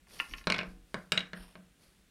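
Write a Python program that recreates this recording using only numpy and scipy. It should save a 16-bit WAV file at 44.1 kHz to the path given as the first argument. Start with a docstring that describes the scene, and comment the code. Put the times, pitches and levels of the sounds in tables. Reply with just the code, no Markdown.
"""A loose piece of a wooden puzzle is dropped on a wooden table, rattles to rest, and is knocked over and nudged.
Each knock adds a short click, the piece's own dying tones, a table thud and a low boom that lingers.
Before that it slides out of the block with dull clicks, heard with a short ring of the block held in the hands.
Shaped noise makes the soft rubbing of skin and wood, the low bumps of moving arms and the quiet room.
Near reflections and a fading noise tail make the table and the small room answer."""
import sys
import numpy as np
from scipy import signal
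from scipy.fft import rfft, irfft, next_fast_len
from scipy.io import wavfile

SR = 44100
rng = np.random.default_rng(int(sys.argv[2]) if len(sys.argv) > 2 else 0)


def dump(signal):
    """Clip the signal to [-1, 1] and save it as 16-bit WAV at the path in sys.argv[1]."""
    limited = np.clip(np.atleast_2d(signal).T, -1, 1)
    pcm = np.round(limited * 32767).astype(np.int16)
    wavfile.write(sys.argv[1], SR, pcm)


N = 92610  # samples in the scene
LENGTH, RING_LENGTH = 32768, 6000  # samples in one blow, and in the ring of the loose piece
T = np.arange(LENGTH) / SR  # seconds within one blow
HZ = np.fft.rfftfreq(LENGTH, 1 / SR)


def amp(db):
    """Turn decibels into a gain."""
    return 10 ** (np.asarray(db) / 20)


def along(points, hz):
    """Read a curve of (pitch_hz, value) points on a logarithmic pitch axis."""
    point_hz, value = np.transpose(points)
    return np.interp(np.log(hz + 1), np.log(point_hz), value)


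def unit(x):
    """Scale a sound to unit energy."""
    return x / np.linalg.norm(x)


def add(track, start_s, sound):
    """Mix a sound into the track, cutting it off at the end of the track."""
    part = track[round(start_s * SR):][:len(sound)]
    part += sound[:len(part)]


def pulse(colour):
    """A click of unit energy with the given spectrum, packed as early as possible (minimum phase)."""
    cepstrum = irfft(np.log(amp(along(colour, HZ))))
    # fold the second half onto the first, so that nothing sounds before the click
    cepstrum[1:LENGTH // 2] *= 2
    cepstrum[LENGTH // 2 + 1:] = 0
    return unit(irfft(np.exp(rfft(cepstrum))))


def noise(colour):
    """Steady noise with the given spectrum and an rms of 1."""
    size = next_fast_len(N + LENGTH)
    gain = amp(along(colour, np.fft.rfftfreq(size, 1 / SR)))
    x = irfft(rfft(rng.standard_normal(size)) * gain, size)[:N]
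    return x / x.std()


def soften(x, cutoff_hz):
    """A softer contact loses its treble."""
    return signal.lfilter(*signal.butter(2, cutoff_hz, fs=SR), x)


def modes(hz, t60, size=LENGTH):
    """One dying sine per row; each falls by 60 dB in its t60 seconds."""
    t = T[:size]
    decay = np.exp(-np.log(1000) * t / t60[:, None])
    return np.sin(2 * np.pi * np.outer(hz, t)) * decay


def ringing(rows):
    """A ring of unit energy, made of dying sines from (pitch_hz, t60_s, level_db) rows."""
    hz, t60, level_db = np.transpose(rows)
    return unit(amp(level_db) @ modes(hz, t60))


def crack(click):
    """Rough faces meet at many points within a few milliseconds, which roughens the click."""
    crunch_s, crunch_share = 0.0014, 0.65  # fade time to 1/e; crunch energy before the first contact is added
    force = np.sqrt(crunch_share) * unit(rng.standard_normal(LENGTH) * np.exp(-T / crunch_s))
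    force[0] += np.sqrt(1 - crunch_share)
    return unit(irfft(rfft(click) * rfft(force)))


def toned(x, tone_hz):
    """The spot struck strengthens one band of the click."""
    band = signal.iirpeak(tone_hz, 7.2, fs=SR)  # 7.2: sharpness (Q)
    return x + amp(1.5) * signal.lfilter(*band, x)  # 1.5 dB: gain of the added band


# near reflections from tabletop and body, before their treble is dulled: delay_s, gain (plain factor)
NEAR_REFLECTIONS = [(.0023, 0.53), (.0031, 0.32), (.0052, .35), (.0066, .2)]


def reflected(x):
    """A click followed by a few delayed copies, dulled above 4500 Hz."""
    copies = sum(gain * np.exp(-2j * np.pi * HZ * delay_s) for delay_s, gain in NEAR_REFLECTIONS)
    near = copies / (1 + 1j * HZ / 4500)
    return irfft(rfft(x) * (1 + near))


# how long the room takes to fade by 60 dB: pitch_hz, t60_s
ROOM_FADE = [(60, 0.37), (200, 0.26), (600, 0.3), (1500, 0.29), (3000, 0.2), (6000, 0.28), (14000, 0.12)]
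# tone balance of the room's answer: pitch_hz, level_db
ROOM_BALANCE = [(50, 9), (200, -1.5), (800, 1.5), (2500, -4.5), (5000, -12), (9000, -9.5), (16000, -11)]


def room(x):
    """The room's blurred answer to one blow: noise that builds up quickly and fades at its own rate per pitch."""
    rise_s = 0.0009
    hz, t, grid = signal.stft(rng.standard_normal(LENGTH), SR, nperseg=256)
    fade = amp(-60 * t / along(ROOM_FADE, hz)[:, None])
    tail = signal.istft(grid * fade, SR)[1][:LENGTH]
    tail = unit(tail * (1 - np.exp(-(T / rise_s) ** 2)))
    return irfft(rfft(x) * rfft(tail) * amp(along(ROOM_BALANCE, HZ)))


def strokes(rows):
    """Loudness of movements: each rises in a line for rise_s, then falls about 27 dB per fall_s."""
    t = np.arange(N) / SR
    total = np.zeros(N)
    for start_s, rise_s, fall_s, level_db in rows:
        swell = np.clip((t - start_s) / rise_s, 0, 1)
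        fade = np.exp(-np.pi * np.maximum(t - start_s - rise_s, 0) / fall_s)
        total += amp(level_db) * swell * fade
    return total


def friction(rows, colour, grain_db, grain_rate):
    """A sliding hiss whose loudness wavers finely: grain_rate random levels per second, spread by grain_db."""
    grain = np.interp(np.arange(N) / SR * grain_rate, np.arange(N), rng.standard_normal(N))
    return strokes(rows) * amp(grain_db * grain) * noise(colour)


# tone balance of the quiet room: pitch_hz, level_db
QUIET_BALANCE = [(12, -31.5), (20, -9), (44, 6), (107, -11), (177, -1), (241, -10.5), (367, -13),
                 (949, -24), (1480, -19), (3530, -21), (4940, -27), (9140, -25.5), (16000, -36)]


def quiet_room():
    """Faint steady noise under everything."""
    return amp(-65.5) * noise(QUIET_BALANCE)


# low bumps of the moving arms: start_s, rise_s, fall_s, level_db
ARM_BUMPS = [(.29, 0.032, 0.27, -45.5), (.645, 0.04, 0.25, -49), (1.38, 0.027, 0.11, -53)]
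# their tone balance: pitch_hz, level_db
ARM_BALANCE = [(15, -15.5), (40, 1), (60, -5), (100, -20.5), (300, -19.5), (2000, -90)]


def arm_bumps():
    """Moving arms make low noise that swells and dies away."""
    return strokes(ARM_BUMPS) * noise(ARM_BALANCE)


# skin brushing the wood: start_s, rise_s, fall_s, level_db
SKIN_RUBS = [(.065, 0.07, 0.61, -55.5), (.195, 0.01, 0.073, -53), (.27, 0.021, 0.37, -72),
             (.65, 0.069, 0.045, -69.5), (.83, 0.19, 0.19, -68.5), (1.77, 0.061, 0.36, -66.5)]
# its tone balance: pitch_hz, level_db
SKIN_BALANCE = [(100, 4), (400, 3), (1000, -2.5), (2600, -3.5), (3600, -3.5), (4600, 1), (6300, -6),
                (7500, -12), (8700, -6.5), (9600, -1), (10500, -6), (13000, -10), (16000, -25.5)]


def skin_rubs():
    """Skin brushes the wood with a soft, grainy hiss."""
    return friction(SKIN_RUBS, SKIN_BALANCE, grain_db=2.5, grain_rate=400)


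# the piece scraping in its slot: start_s, rise_s, fall_s, level_db
SLOT_SCRAPES = [(.125, 0.018, 0.0616, -65.5), (.18, 0.009, 0.032, -54), (.28, 0.046, 0.037, -55.5),
                (.36, 0.028, 0.046, -56)]
# its tone balance: pitch_hz, level_db
SLOT_BALANCE = [(200, -13), (1200, -7), (3000, 3), (3600, -14), (4600, 5), (5100, -7), (5550, 9),
                (5900, -1), (6400, 0), (7400, -19), (9600, -10), (10400, -15), (11700, -1), (16000, -42)]


def slot_scrapes():
    """Wood scrapes on wood as the piece leaves its slot, a hiss with strong narrow bands."""
    return friction(SLOT_SCRAPES, SLOT_BALANCE, grain_db=3, grain_rate=600)


# a piece sliding over the table: start_s, rise_s, fall_s, level_db
TABLE_SLIDES = [(1.345, 0.028, 0.21, -56.5), (1.39, 0.049, 0.34, -64.5)]
# its tone balance: pitch_hz, level_db
SLIDE_BALANCE = [(100, 1), (1000, 1.5), (2200, -5), (2860, 0.5), (3300, -2.5), (5000, -7), (5450, -1),
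                 (6200, -26), (8000, -21), (9100, -2), (9600, -1), (10600, -14.5), (13000, -11),
                 (16000, -38)]


def table_slides():
    """The piece slides over the tabletop with a grainy hiss."""
    return friction(TABLE_SLIDES, SLIDE_BALANCE, grain_db=2, grain_rate=500)


# clicks of the piece against the block:
# start_s, click_db, contact_hz (treble cut-off), tone_hz (tone of the spot struck), ring_db
HELD_CLICKS = [(0.07, -27.5, 1100, 480, -34), (0.108, -41, 5000, 1500, -45),
               (0.1677, -39, 4000, 1200, -33.5), (0.1928, -24, 5600, 4360, -48),
               (0.2001, -7, 3200, 2710, -7), (0.312, -30, 3020, 2400, -60),
               (0.3369, -13.5, 3100, 2180, -14.5), (0.3834, -26, 7500, 5530, -42),
               (0.412, -45, 2710, 1700, -27), (0.441, -33, 11000, 4470, -38.5),
               (1.271, -37.5, 14000, 6000, -60)]
# tone balance of those clicks: pitch_hz, level_db
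HELD_BALANCE = [(100, -26.5), (500, -25.5), (1050, 0), (1800, -3), (2800, 8), (4000, -3.5), (6000, -8),
                (10000, -29), (16000, -45)]
# tones of the assembled block, damped by the hands: pitch_hz
BLOCK_PITCHES = [1082, 1392, 1778, 2060, 2492, 2700, 3070]
# how each of them rings: t60_s, level_db (relative to each other)
BLOCK_RINGS = [(0.053, -5.5), (0.083, -8.5), (0.031, 2), (0.029, 1), (0.068, -6), (0.013, -14), (0.01, -1)]


def held_clicks():
    """The piece catches on the block as it slides out; the block rings briefly in the hands."""
    track, click = np.zeros(N), pulse(HELD_BALANCE)
    t60, level_db = np.transpose(BLOCK_RINGS)
    sizes = amp(level_db) * (-1) ** np.arange(len(t60))  # every other tone starts the opposite way
    ring = unit(sizes @ modes(BLOCK_PITCHES, t60))
    for start_s, click_db, contact_hz, tone_hz, ring_db in HELD_CLICKS:
        snap = reflected(toned(crack(click), tone_hz))
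        blow = soften(amp(click_db) * snap + amp(ring_db) * ring, contact_hz)
        add(track, start_s, blow + amp(-6.5) * room(blow))
    return track


# knocks of the loose piece on the table: start_s, click_db, contact_hz (treble cut-off),
# tone_hz (tone of the spot struck), ring_db, edge (0 = face, 1 = edge), life (factor on ring times),
# thud_db, thud_hz (treble cut-off of the thud), boom_db
TABLE_KNOCKS = [(0.4714, -8, 6960, 4170, -12.5, 0, .7, -3, 1390, -15),
                (0.501, -4, 6500, 4230, -6.5, 0.06, .6, -8, 2430, -16.5),
                (0.5155, -26, 5000, 2200, -28, 0.1, .6, -18, 1500, -36),
                (0.5221, -9, 6500, 4200, -1, 0.21, .6, -15.5, 890, -10.5),
                (0.542, -10, 3100, 2830, -8, 0, .7, -16, 1500, -23),
                (0.546, -15, 4500, 3330, -17, 0.3, .6, -20, 1500, -32),
                (0.5632, -18, 4870, 3280, -34, 0, .6, -19.5, 1520, -14),
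                (0.5829, -17, 6540, 5440, -18.5, .1, .6, -29, 1500, -29),
                (0.5893, -7.5, 3700, 2900, -8.5, 0, .7, -14.5, 1510, -6),
                (0.6042, -25, 4000, 3500, -24, 0, .7, -23.5, 1570, -37),
                (.611, -19.5, 3700, 2520, -21.5, 0, .8, -20, 1480, -28.5),
                (.632, -29, 5900, 5400, -33, 0.2, .8, -18.5, 1500, -15.5),
                (0.9433, -16.5, 8600, 1438, -20.5, 0.4, 1, -9, 3000, -13),
                (1.1204, -1.5, 10300, 8240, -2.5, 0.99, 0.81, -8.5, 550, -4.5),
                (1.1226, -8, 6000, 4890, -3.5, 0.98, .6, -14.5, 605, -21),
                (1.1754, -8, 5000, 1506, -6.5, 0.68, .8, -15, 1500, -29),
                (1.1769, -11, 6500, 3810, 1.5, 0.96, 1, -15.5, 1480, -27),
                (1.1928, -20, 8100, 3387, -29, 0.3, .7, -30.5, 1500, -35),
                (1.2058, -18, 5070, 2780, -23.5, 1, .7, -23, 1500, -48.5),
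                (1.333, -15.5, 3420, 1680, -50, 0.6, .7, -18.5, 1100, -9.5),
                (1.5545, -31, 3500, 1370, -29, 0, 1, -27, 1800, -15)]
# tone balance of the clicks: pitch_hz, level_db
KNOCK_BALANCE = [(100, -22), (700, -13), (1500, -2), (2600, 3.5), (4300, -5.5), (5500, -4.5), (6500, -18),
                 (7400, -13.5), (8800, -11), (11000, -16.5), (16000, -14)]
# tones of the loose piece: pitch_hz
PIECE_PITCHES = [1057, 1348, 1510, 2203, 2494, 2818, 3150, 3600, 3830, 4250, 4900, 6590, 6840, 8350, 9300]
# how each of them rings: t60_s (before life), face_db, edge_db (levels when struck on face or edge)
PIECE_RINGS = [(0.12, -14, -32.5), (0.1, -21, -23), (0.056, -6, -14), (0.021, 6, -0.5), (.035, -1, -15),
               (0.03, -14, 2.5), (0.011, -9.5, -13), (0.0073, -9.5, -16), (0.035, -31, 3.5), (0.012, 7, -5),
               (0.0098, -18.5, -12.5), (0.023, -30, -10.5), (0.019, -8, -41), (0.011, -24.5, -11),
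               (0.013, -3, -19)]
# tone balance of the table thud: pitch_hz, level_db
THUD_BALANCE = [(30, -16.5), (90, -13.5), (190, 9), (330, -5), (600, -1.5), (820, -8), (1100, -2.5),
                (1550, 2.5), (2200, -13), (4000, -24), (16000, -62.5)]
# short tones of the tabletop: pitch_hz, t60_s, level_db (relative to each other)
BOARD_TONES = [(195.6, 0.1, -4.5), (412, 0.044, -11), (639, 0.058, 0.5), (1085, 0.073, -0.5),
               (1515, .05, -6)]
# low tones that a thud sets ringing in table and room: pitch_hz
BOOM_PITCHES = [182, 205, 276, 330, 472, 612, 654, 745]
# how each of them rings: level_db (boom_db is added), t60_s
BOOM_RINGS = [(-31, 0.44), (-34.5, 0.24), (-56.5, 1), (-54, 0.86), (-49.5, 0.65), (-43, 0.18),
              (-41.5, 0.23), (-63.5, 1)]


def knocks():
    """Each contact clicks, rings the piece a little differently, thuds the table and starts the boom."""
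    track, click, thud = np.zeros(N), pulse(KNOCK_BALANCE), pulse(THUD_BALANCE)
    t60, face_db, edge_db = np.transpose(PIECE_RINGS)
    signs = (-1) ** np.arange(len(t60))  # every other tone starts the opposite way
    board = amp(-4) * ringing(BOARD_TONES)  # relative to the thud
    low_db, low_t60 = np.transpose(BOOM_RINGS)
    boom_rise = 1 - np.exp(-T / .015)  # builds up over some 15 ms
    boom = amp(low_db) @ modes(BOOM_PITCHES, low_t60) * boom_rise
    for (start_s, click_db, contact_hz, tone_hz, ring_db,
         edge, life, thud_db, thud_hz, boom_db) in TABLE_KNOCKS:
        # the place struck blends the face and edge levels; each tone then varies by chance (1.2 dB spread)
        sizes = signs * ((1 - edge) * amp(face_db) + edge * amp(edge_db))
        sizes = sizes * amp(1.2 * rng.standard_normal(len(t60)))
        ring = unit(sizes @ modes(PIECE_PITCHES, t60 * life, size=RING_LENGTH))
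        ring = amp(ring_db) * np.pad(soften(ring, contact_hz), (0, LENGTH - RING_LENGTH))

        snap = amp(click_db) * soften(toned(crack(click), tone_hz), contact_hz)
        blow = snap + amp(thud_db) * soften(thud, thud_hz)
        tabletop = amp(thud_db) * soften(board, thud_hz)
        tail = room(amp(-0.23) * blow + amp(-5) * ring)
        add(track, start_s, reflected(blow) + ring + tabletop + tail + amp(boom_db) * boom)
    return track


def scene():
    """The quiet room and the handling sounds, then the clicks and the knocks, mixed to one channel."""
    background = quiet_room() + arm_bumps()
    rubbing = skin_rubs() + slot_scrapes() + table_slides()
    return (background + rubbing + held_clicks() + knocks())[None]


def record(dry):
    """A steep low-pass filter removes nearly everything above 15800 Hz."""
    return signal.sosfilt(signal.ellip(10, .1, 80, 15800, fs=SR, output="sos"), dry)


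dry = scene()
out = record(dry)
dump(out)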